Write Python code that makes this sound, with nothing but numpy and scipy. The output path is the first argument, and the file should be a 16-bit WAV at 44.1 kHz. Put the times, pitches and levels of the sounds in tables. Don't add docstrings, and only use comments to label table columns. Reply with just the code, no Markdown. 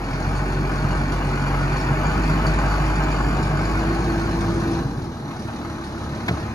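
import sys
import numpy as np
from scipy import signal
from scipy.fft import rfft, irfft, next_fast_len
from scipy.io import wavfile
from scipy.ndimage import uniform_filter1d

SR = 44100
rng = np.random.default_rng(int(sys.argv[2]) if len(sys.argv) > 2 else 0)


def wav_out(sig):
    wavfile.write(sys.argv[1], SR, np.round(np.clip(np.atleast_2d(sig).T, -1, 1) * 32767).astype(np.int16))


def volts(x):
    e = np.asarray(x, float) / 20
    return 10 ** e


N = 288414

# time in seconds, firing rate in Hz.
ENGINE = [(0.0, 43.2), (0.1, 43.16), (0.32, 46.91), (1.0, 47.04), (1.82, 46.58), (2.2, 49.87),
          (2.55, 49.59), (3.55, 48.99), (4.0, 52.24), (4.8, 52.17), (4.95, 46.98), (5.1, 38.3), (5.3, 35.7),
          (6.54, 35.48)]
# time in seconds, turn from 0 to 1.
HEADING = [
    (0, 0.09),
    (3.0, 0),
    (3.8, 0.27),
    (4.7, 0.91),
    (6.54, 0.99),
]
# dB at full load side-on, dB per dB of load, dB at full turn, dB per Hz of revs.
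RUMBLE_LAW = (-24.5, 0.1, 0.5, 0.48)
CLATTER_BY_CYLINDER = [2, 4, 0, 2, 3.5, 3.5]


def rms_one(x):
    return x / np.sqrt(np.mean(x ** 2) + 1e-20)


def in_time(rows):
    s, *columns = np.transpose(rows)
    return [np.interp(np.arange(N) / SR, s, c) for c in columns]


def at_hz(points, hz, column=1):
    points = np.array(points)
    return np.interp(np.log(hz + 1), np.log(points[:, 0]), points[:, column])


def colour(x, spectrum):
    size = next_fast_len(N)
    hz = np.arange(size // 2 + 1) * SR / size
    return rms_one(irfft(rfft(x, size) * volts(at_hz(spectrum, hz)), size)[:N])


def drift(rate):
    r = np.exp(-80 * np.pi * rate / SR)
    slow = signal.lfilter([1], [1, -2 * r, r * r], rng.standard_normal(N // 40 + 2002))[2000:]
    return np.interp(np.arange(N) / 40, np.arange(len(slow)), rms_one(slow))


def band(x, order, hz, kind):
    return signal.sosfilt(signal.butter(order, hz, kind, fs=SR, output="sos"), x)


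def peak(hz, width_hz):
    r = np.exp(-np.pi * width_hz / SR)
    return (1 - r * r) / 2 * np.array([1, 0, -1]), [1, -2 * r * np.cos(2 * np.pi * hz / SR), r * r]


def resonate(x, peaks):
    out = 0
    for k, (hz, width_hz, db) in enumerate(peaks):
        out = out + (-1) ** k * volts(db) * signal.lfilter(*peak(hz, width_hz), x)
    return rms_one(out)


def strike(times, levels_db, modes, alternate=False):
    out, at = np.zeros(N), (np.asarray(times) * SR).astype(int)
    for k, (hz, level_db, t60) in enumerate(modes):
        clicks = np.full(N, 1e-18)
        clicks[at] = volts(levels_db + level_db + rng.normal(0, 0.93, len(at)))
        r, w = volts(-60 / (t60 * SR)), 2 * np.pi * hz / SR
        ring = signal.lfilter([0, np.sin(w)], [1, -2 * r * np.cos(w), r * r], clicks)
        out += (-1) ** (k * alternate) * ring
    return out


def follow(law):
    # time in seconds, load in dB.
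    fuelling = [(0.0, -3), (0.25, -3), (0.9, -2), (1.7, 0), (2.25, 0.5), (3.0, -0.5), (4.68, 0), (4.79, 0),
                (4.86, -5.5), (5.0, -5), (5.23, -5.5), (5.29, -3), (5.5, -1), (6.05, -1), (6.35, 2.5),
                (6.54, 0.5)]
    working_hz = 50
    revs = in_time(ENGINE)[0] - working_hz
    return law[0] + law[1] * in_time(fuelling)[0] + law[2] * in_time(HEADING)[0] + law[3] * revs


def overrun(firing_hz):
    slope = np.gradient(in_time(ENGINE)[0]) * SR
    return uniform_filter1d(np.minimum(slope + 8, 0), size=2000)


def bursts(firings, by_cylinder, spread_db, sharp):
    which = firings.astype(int)
    level_db = np.array(by_cylinder)[which % 6] + spread_db * rng.standard_normal(400)[which]
    return rms_one(uniform_filter1d(volts(level_db) * np.exp(-sharp * (firings - which)), size=130))


def repeating(firings):
    every, own = rng.standard_normal((2, 900)), rng.standard_normal((2, 5400))
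    place = (firings * 900).astype(int)
    return rms_one(every[:, place % 900] + .7 * own[:, place % 5400])


def tones(firing_hz, firings):
    # multiple of firing rate, dB at full load side-on, dB per dB of load, dB at full turn, dB per Hz of revs.
    main_tones = [(1, -31.5, 0, -12.5, 0.82), (3, -38, 1.5, -8, -0.04), (3.2, -39, 2.5, -7.5, 3.5),
                  (6.4, -36, 1, 1.5, 0.5), (2, -36.5, 1.5, -0.5, 0.5), (8, -47, 1.5, -9.5, -0.45)]
    # depth in dB, rate per second.
    wavers = [(.9, 5), (5, 14), (4.5, 1.7), (1, 12), (3, 9.3), (3.5, 2.7)]
    # centre in Hz, width in Hz, lift in dB.
    lifts = [(49.7, 16, 9), (144, 10.3, 8.5), (340, 14.6, 5), (366.8, 15, 8.5)]
    # multiple of firing rate, level in dB over the rumble.
    weak_tones = [(1.3, -23), (3.1, -20.5), (8 / 3, -17.5), (10, -29), (38 / 3, -28.5), (15, -23.5)]
    turn, out = 2 * np.pi * firings, 0
    for k, ((multiple, *law), (waver_db, rate)) in enumerate(zip(main_tones, wavers)):
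        lift_db = sum(db / (1 + ((multiple * firing_hz - hz) / width_hz) ** 2) for hz, width_hz, db in lifts)
        sag = .02 if k == 0 else .12
        sag_db = sag * multiple ** 0.32 * overrun(firing_hz)
        level_db = follow(law) + lift_db + waver_db * drift(rate) + sag_db
        out = out + volts(level_db) * np.sin(multiple * turn + k)
    rumble_db = follow(RUMBLE_LAW) + 0.11 * overrun(firing_hz)
    for k, (multiple, level_db) in enumerate(weak_tones):
        out += volts(rumble_db + level_db + 4.2 * drift(1.9)) * np.sin(multiple * turn + k)
    return np.sqrt(2) * out


def exhaust(firings):
    manifold = [-1, 4.5, 2.5, -2.5, 6, -10]
    # centre in Hz, width in Hz, level in dB.
    pipe = [(94, 31, -11), (144.7, 19, 1.5), (181, 17, -11), (213.4, 3.5, 6), (281, 16, -5),
            (328.2, 7.7, 9.5), (370, 11, 0.5)]
    # frequency in Hz, density in dB per Hz.
    rumble = [(30, -36), (50, -3.5), (75, 4.5), (120, 3.5), (160, 5.5), (250, 3.5), (350, -1.5),
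              (480, -5.5), (700, -45)]
    # dB at full load side-on, dB per dB of load, dB at full turn, dB per Hz of revs.
    ringing_law = (-5.5, 0.1, 0.5, 0)
    pulses = bursts(firings, manifold, spread_db=5.5, sharp=32.0)
    gas = colour(rng.standard_normal(N), rumble) * volts(.9 * drift(7))
    pulses = rms_one(band(pulses, 4, 70, "high"))
    ringing = resonate(pulses + 0.61 * gas, pipe)
    return volts(follow(RUMBLE_LAW)) * (volts(follow(ringing_law)) * ringing + volts(-2.5) * gas)


def box():
    # dB at full load side-on, dB per dB of load, dB at full turn, dB per Hz of revs.
    box_law = (-43, 1.1, 1.5, -0.1)
    box_hz, width_hz = 329.2, 7
    return volts(follow(box_law)) * resonate(rng.standard_normal(N), [(box_hz, width_hz, 0)])


def still_air(firing_hz):
    # frequency in Hz, density in dB per Hz.
    air_spectrum = [(5000, -24), (8000, -15), (9600, 0), (11000, 6), (12500, 6), (14200, 1), (15500, -6)]
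    level_db = -69 + 0.09 * overrun(firing_hz) + 1.5 * in_time(HEADING)[0]
    return volts(level_db) * colour(rng.standard_normal(N), air_spectrum)


def block(firings):
    # time in seconds, peak in dB.
    heavy_knocks = [(0.243, -17), (0.31, -27), (0.392, -21), (0.455, -30), (0.566, -25), (0.642, -18),
                    (0.695, -19), (0.924, -21), (0.959, -19), (1.213, -16), (1.34, -26), (1.468, -19),
                    (1.541, -16), (1.725, -25), (2.045, -18), (2.103, -20), (2.448, -13), (2.587, -18),
                    (2.644, -27), (2.708, -21), (3.003, -14), (3.072, -19), (3.202, -30), (3.546, -24),
                    (3.589, -23), (3.655, -24), (4.38, -23), (4.417, -21), (4.44, -23), (4.494, -30),
                    (4.627, -31), (4.647, -26), (4.935, -33), (4.997, -35), (5.122, -38), (5.258, -33),
                    (5.288, -28), (5.31, -18), (5.399, -29), (5.485, -18.5), (5.628, -31), (5.649, -21),
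                    (5.823, -25), (6.021, -27), (6.133, -24)]
    # centre in Hz, width in Hz, level in dB.
    panels = [(627, 19, 9), (772, 17.2, 16.5), (839, 32, 3), (894, 5, 0), (1079, 47, 18.5),
              (1260, 57, 18.5), (1501, 56, 16), (1702, 56, 11), (1800, 25, -1), (1167, 266, 12)]
    # frequency in Hz, density in dB per Hz.
    roar_spectrum = [(300, -61), (500, -3.5), (800, 2.5), (1300, -1.5), (1700, -5), (2100, -20.5),
                     (2800, -45)]
    # frequency in Hz, density in dB per Hz.
    bright_spectrum = [(1200, -3.5), (1700, 6), (2000, 1.5), (2400, 2), (2800, -5), (3300, -15),
                       (4500, -32.5)]
    # dB at full load side-on, dB per dB of load, dB at full turn, dB per Hz of revs.
    roar_law = (-28.5, 0.7, -5, 0.24)
    bright_law = (-7, 0.66, -5, -0.01)
    roar_db = follow(roar_law)
    knock = bursts(firings + .1, CLATTER_BY_CYLINDER, spread_db=1.5, sharp=3.0)
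    rap = bursts(firings + .05, CLATTER_BY_CYLINDER, spread_db=1.2, sharp=6.0)
    heavy, knock_s, knock_db = np.zeros(N), .005, 19
    for s, level_db in heavy_knocks:
        at = int(s * SR)
        heavy[at:at + 900] += volts(level_db + knock_db) * np.exp(-np.arange(900) / SR / knock_s)
    swell = .82 + .2 * knock + .1 * rap + heavy * volts(-30 - roar_db)
    shaking = .85 * rng.standard_normal((2, N)) + .55 * repeating(firings)
    shaking = shaking * swell * volts(.2 * drift(8))
    low = volts(-.4) * colour(shaking[0], roar_spectrum) + volts(-8.5) * resonate(shaking[0], panels[:4])
    high = volts(4.0) * colour(shaking[1], bright_spectrum) + volts(3.5) * resonate(shaking[1], panels[4:])
    return volts(roar_db) * (low + volts(follow(bright_law)) * high)


def clatter(firings, firing_hz):
    # frequency in Hz, density in dB per Hz.
    clatter_spectrum = [(2200, -1), (3500, 4), (4500, 6), (5500, 2), (6500, -1), (7900, -8), (9500, -3),
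                        (11000, -14), (12500, -44), (15500, -60)]
    # time in seconds, peak in dB.
    loud_ticks = [(0.2244, -41), (0.363, -37), (0.407, -45), (0.5192, -42), (0.775, -39), (0.8763, -49),
                  (0.919, -39), (1.474, -42), (1.73, -35), (1.7677, -34), (1.812, -36), (1.8776, -46),
                  (2.0204, -45), (2.0667, -37), (2.1062, -43), (2.144, -47), (2.2242, -45), (2.3263, -41),
                  (2.385, -43), (2.4668, -28.5), (2.588, -33), (2.71, -37), (2.8125, -36), (2.8521, -41),
                  (2.9554, -36), (3.037, -34), (3.117, -34), (3.1596, -41), (3.237, -43), (3.2833, -37),
                  (3.3692, -39), (3.4269, -34), (3.5703, -38), (3.6087, -50), (3.6525, -34), (3.692, -36),
                  (3.8025, -45), (4.197, -41)]
    # time in seconds, pitch in Hz.
    bay = [
        (0, 2187),
        (3.6, 2318),
        (4.2, 2110),
        (5.3, 1960),
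        (6.54, 2050),
    ]
    # dB at full load side-on, dB per dB of load, dB at full turn, dB per Hz of revs.
    clatter_law = (-43, 0.5, -0.97, 0.23)
    clatter_db = follow(clatter_law) + 0.028 * overrun(firing_hz)
    gate = 0.57 + 0.35 * bursts(firings, CLATTER_BY_CYLINDER, spread_db=4.5, sharp=1.7)
    hiss = colour(gate * volts(.7 * drift(9)) * rng.standard_normal(N), clatter_spectrum) * volts(clatter_db)
    ticking = .6 + .8 * bursts(firings, CLATTER_BY_CYLINDER, spread_db=1.2, sharp=2.8)
    ticking = volts(clatter_db - 4) * ticking
    for s, level_db in loud_ticks:
        at = int(s * SR)
        ticking[at:at + 900] += volts(level_db + 2.0) * np.exp(-np.arange(900) / SR / 0.0059)
    ticking = ticking * rng.standard_normal(N)
    out = hiss + volts(-11) * colour(ticking, clatter_spectrum) * np.std(ticking)
    bay_hz, = in_time(bay)
    for multiple, width_hz, gain_db in [(2, 220, 12.1), (3, 190, 6.9)]:
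        state = np.zeros(2)
        for i in range(0, N, 512):
            tuned = peak(multiple * bay_hz[i], width_hz)
            rung, state = signal.lfilter(*tuned, ticking[i:i + 512], zi=state)
            out[i:i + 512] += volts(gain_db) * rung
    return out


def squeaks():
    # time in seconds, pitch in Hz, peak in dB.
    chirps = [
        (0.238, 5670, -43),
        (1.80, 5400, -44),
        (3.285, 5610, -46),
    ]
    t, squeak_s = np.arange(N) / SR, 0.015
    out = 0
    for s, hz, db in chirps:
        out = out + volts(db) * np.exp(-((t - s) / squeak_s) ** 2) * np.sin(2 * np.pi * hz * t)
    return out


def clunk():
    # time in seconds, rattle in dB, thud in dB.
    blows = [(6.2812, -15, -40), (6.2832, -15, -24), (6.2848, -13, -26), (6.2866, -14, -30),
             (6.2882, -13, -18), (6.2905, -17, -30), (6.2935, -18, -14), (6.2975, -25, -30),
             (6.3020, -27, -24), (6.3108, -30, -11), (6.3355, -38, -17)]
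    # frequency in Hz, level in dB, t60 in seconds.
    frame_modes = [(117.8, -0.5, 0.091), (171.5, 1.5, 0.096), (326, -3, 0.033), (430, -10, 0.07),
                   (629, -5.5, 0.048)]
    # frequency in Hz, level in dB, t60 in seconds.
    rattle_modes = [(720, -5, .02), (1050, -4, .018), (1350, -5, .018), (1650, -3, .018), (1920, -8, .015),
                    (2200, -2, .022), (3380, -13, .012), (3700, -15, .012), (4150, -11, .014),
                    (5200, -22, .01), (6600, -22, .006)]
    s, rattle_db, thud_db = np.transpose(blows)
    noise = np.zeros(N)
    for at, level_db in zip((s * SR).astype(int), rattle_db):
        noise[at:at + 900] += volts(level_db - 2) * np.exp(-np.arange(900) / SR / .004) * rng.standard_normal(900)
    snap_db, snap_s = -17, .003
    snap = band(noise, 2, [7500, 15000], "band")
    snap *= volts(snap_db) * np.exp(-np.clip(np.arange(N) / SR - s[1], 0, 1) / (2 * snap_s))
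    crack = band(noise, 2, [450, 3000], "band")
    thud = band(strike(s, thud_db - 5.5, frame_modes), 2, [75, 800], "band")
    rattle = band(strike(s, rattle_db - 5, rattle_modes, alternate=True), 1, 4500, "low")
    blow = crack + snap + rattle - thud
    return np.array([blow, np.roll(blow, 8)])


def ports(x):
    # frequency in Hz, direct share of power 0-1, right lags left in radians, left over right in dB.
    port_response = [(60, .999, .05, -.45), (200, .985, .2, -.3), (450, .88, .45, 0), (1000, .75, 1.0, 2.2),
                     (1900, .42, 1.6, .3), (3000, .5, 1.9, -.5), (3700, .45, 3.2, -1.5),
                     (4500, .65, 5.9, -.6), (5500, .4, 6.0, -3), (6900, .7, 6.6, 0), (8000, .62, 9.4, 0),
                     (9000, .72, 11.3, 0), (11500, .68, 12.2, 0), (15000, .8, 12.56, 0)]
    scatter_s = .03
    size = next_fast_len(N + SR // 4)
    hz, spectrum = np.arange(size // 2 + 1) * SR / size, rfft(x, size)
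    direct = np.clip(at_hz(port_response, hz), 0, 1)
    lag, tilt_db = at_hz(port_response, hz, column=2), at_hz(port_response, hz, column=3)
    decay = np.exp(-np.arange(SR // 4) / SR / scatter_s)
    decay = decay / np.sqrt(np.sum(decay ** 2))
    out = []
    for side in (1, -1):
        seen = spectrum * volts(side * tilt_db / 2)
        tails = rfft(rng.standard_normal((2, SR // 4)) * decay, size)
        one, other = irfft(seen * np.sqrt(1 - direct) * tails, size)[:, :N]
        angle = 2 * np.pi * (1.3 + 0.2 * side) * np.arange(N) / SR + 2.27 * drift(4.14)
        straight = irfft(seen * np.sqrt(direct) * np.exp(.5j * side * lag), size)[:N]
        out.append(straight + np.cos(angle) * one + np.sin(angle) * other)
    return np.array(out)


def scene():
    firing_hz, = in_time(ENGINE)
    firing_hz = firing_hz * (1 + .004 * drift(3))
    firings = np.cumsum(firing_hz) / SR + 1.3
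    engine = tones(firing_hz, firings) + exhaust(firings) + box()
    upper = block(firings) + clatter(firings, firing_hz)
    return ports(engine + upper + still_air(firing_hz) + squeaks()) + clunk()


def low_pass(x):
    return signal.sosfilt(signal.butter(12, 15620, fs=SR, output="sos"), x)


def record(dry):
    # low edge in Hz, high edge in Hz, share of time kept 0-1, its change at full turn,
    # share of lines kept 0-1.
    starved = [(7750, 8100, .5, .05, .35), (8100, 8450, .85, -.15, .3), (8450, 8950, .3, -1, .25),
               (8950, 9050, .7, 0, .5), (9950, 10500, .85, .13, 1), (10500, 11200, .3, .1, 1),
               (11200, 11900, .5, .42, 1), (12400, 12800, .85, .15, .6), (12800, 13050, .6, .2, .4),
               (13050, 13750, 0, 0, .3), (13750, 13950, .65, .2, .5), (13950, 14400, 1, 0, .7),
               (14400, 15050, .5, .1, .35), (15050, 15700, -.02, .04, .4), (15700, 22050, 0, 0, 0)]
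    fed_db = 6.5
    hz, _, frames = signal.stft(dry, SR, nperseg=2048)
    count = frames.shape[2]
    turn = in_time(HEADING)[0][np.minimum(np.arange(count) * 1024, N - 1)]
    for low_hz, high_hz, kept, change, lines in starved:
        run = 1 if low_hz > 12000 else 3 if low_hz > 10400 else 2
        runs = np.repeat(rng.random(count), run)[:count]
        inside = (hz >= low_hz) & (hz < high_hz)
        level = np.sqrt(np.mean(np.abs(frames[:, inside]) ** 2, axis=(0, 1)))
        earlier = np.pad(level, (3, 0), "edge")[:-3]
        fed = (level > volts(fed_db) * earlier) & (low_hz < 15000)
        height = inside.sum()
        speckle = np.repeat(rng.random((height, count)), 3, axis=0)[:height] < lines
        thinned = (runs < kept + change * turn) * speckle / np.sqrt(max(lines, .1))
        frames[:, inside] *= np.where(fed, 1, thinned)
    return low_pass(signal.istft(frames, SR, nperseg=2048)[1][:, :N])


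dry = scene()
out = record(dry)
wav_out(out)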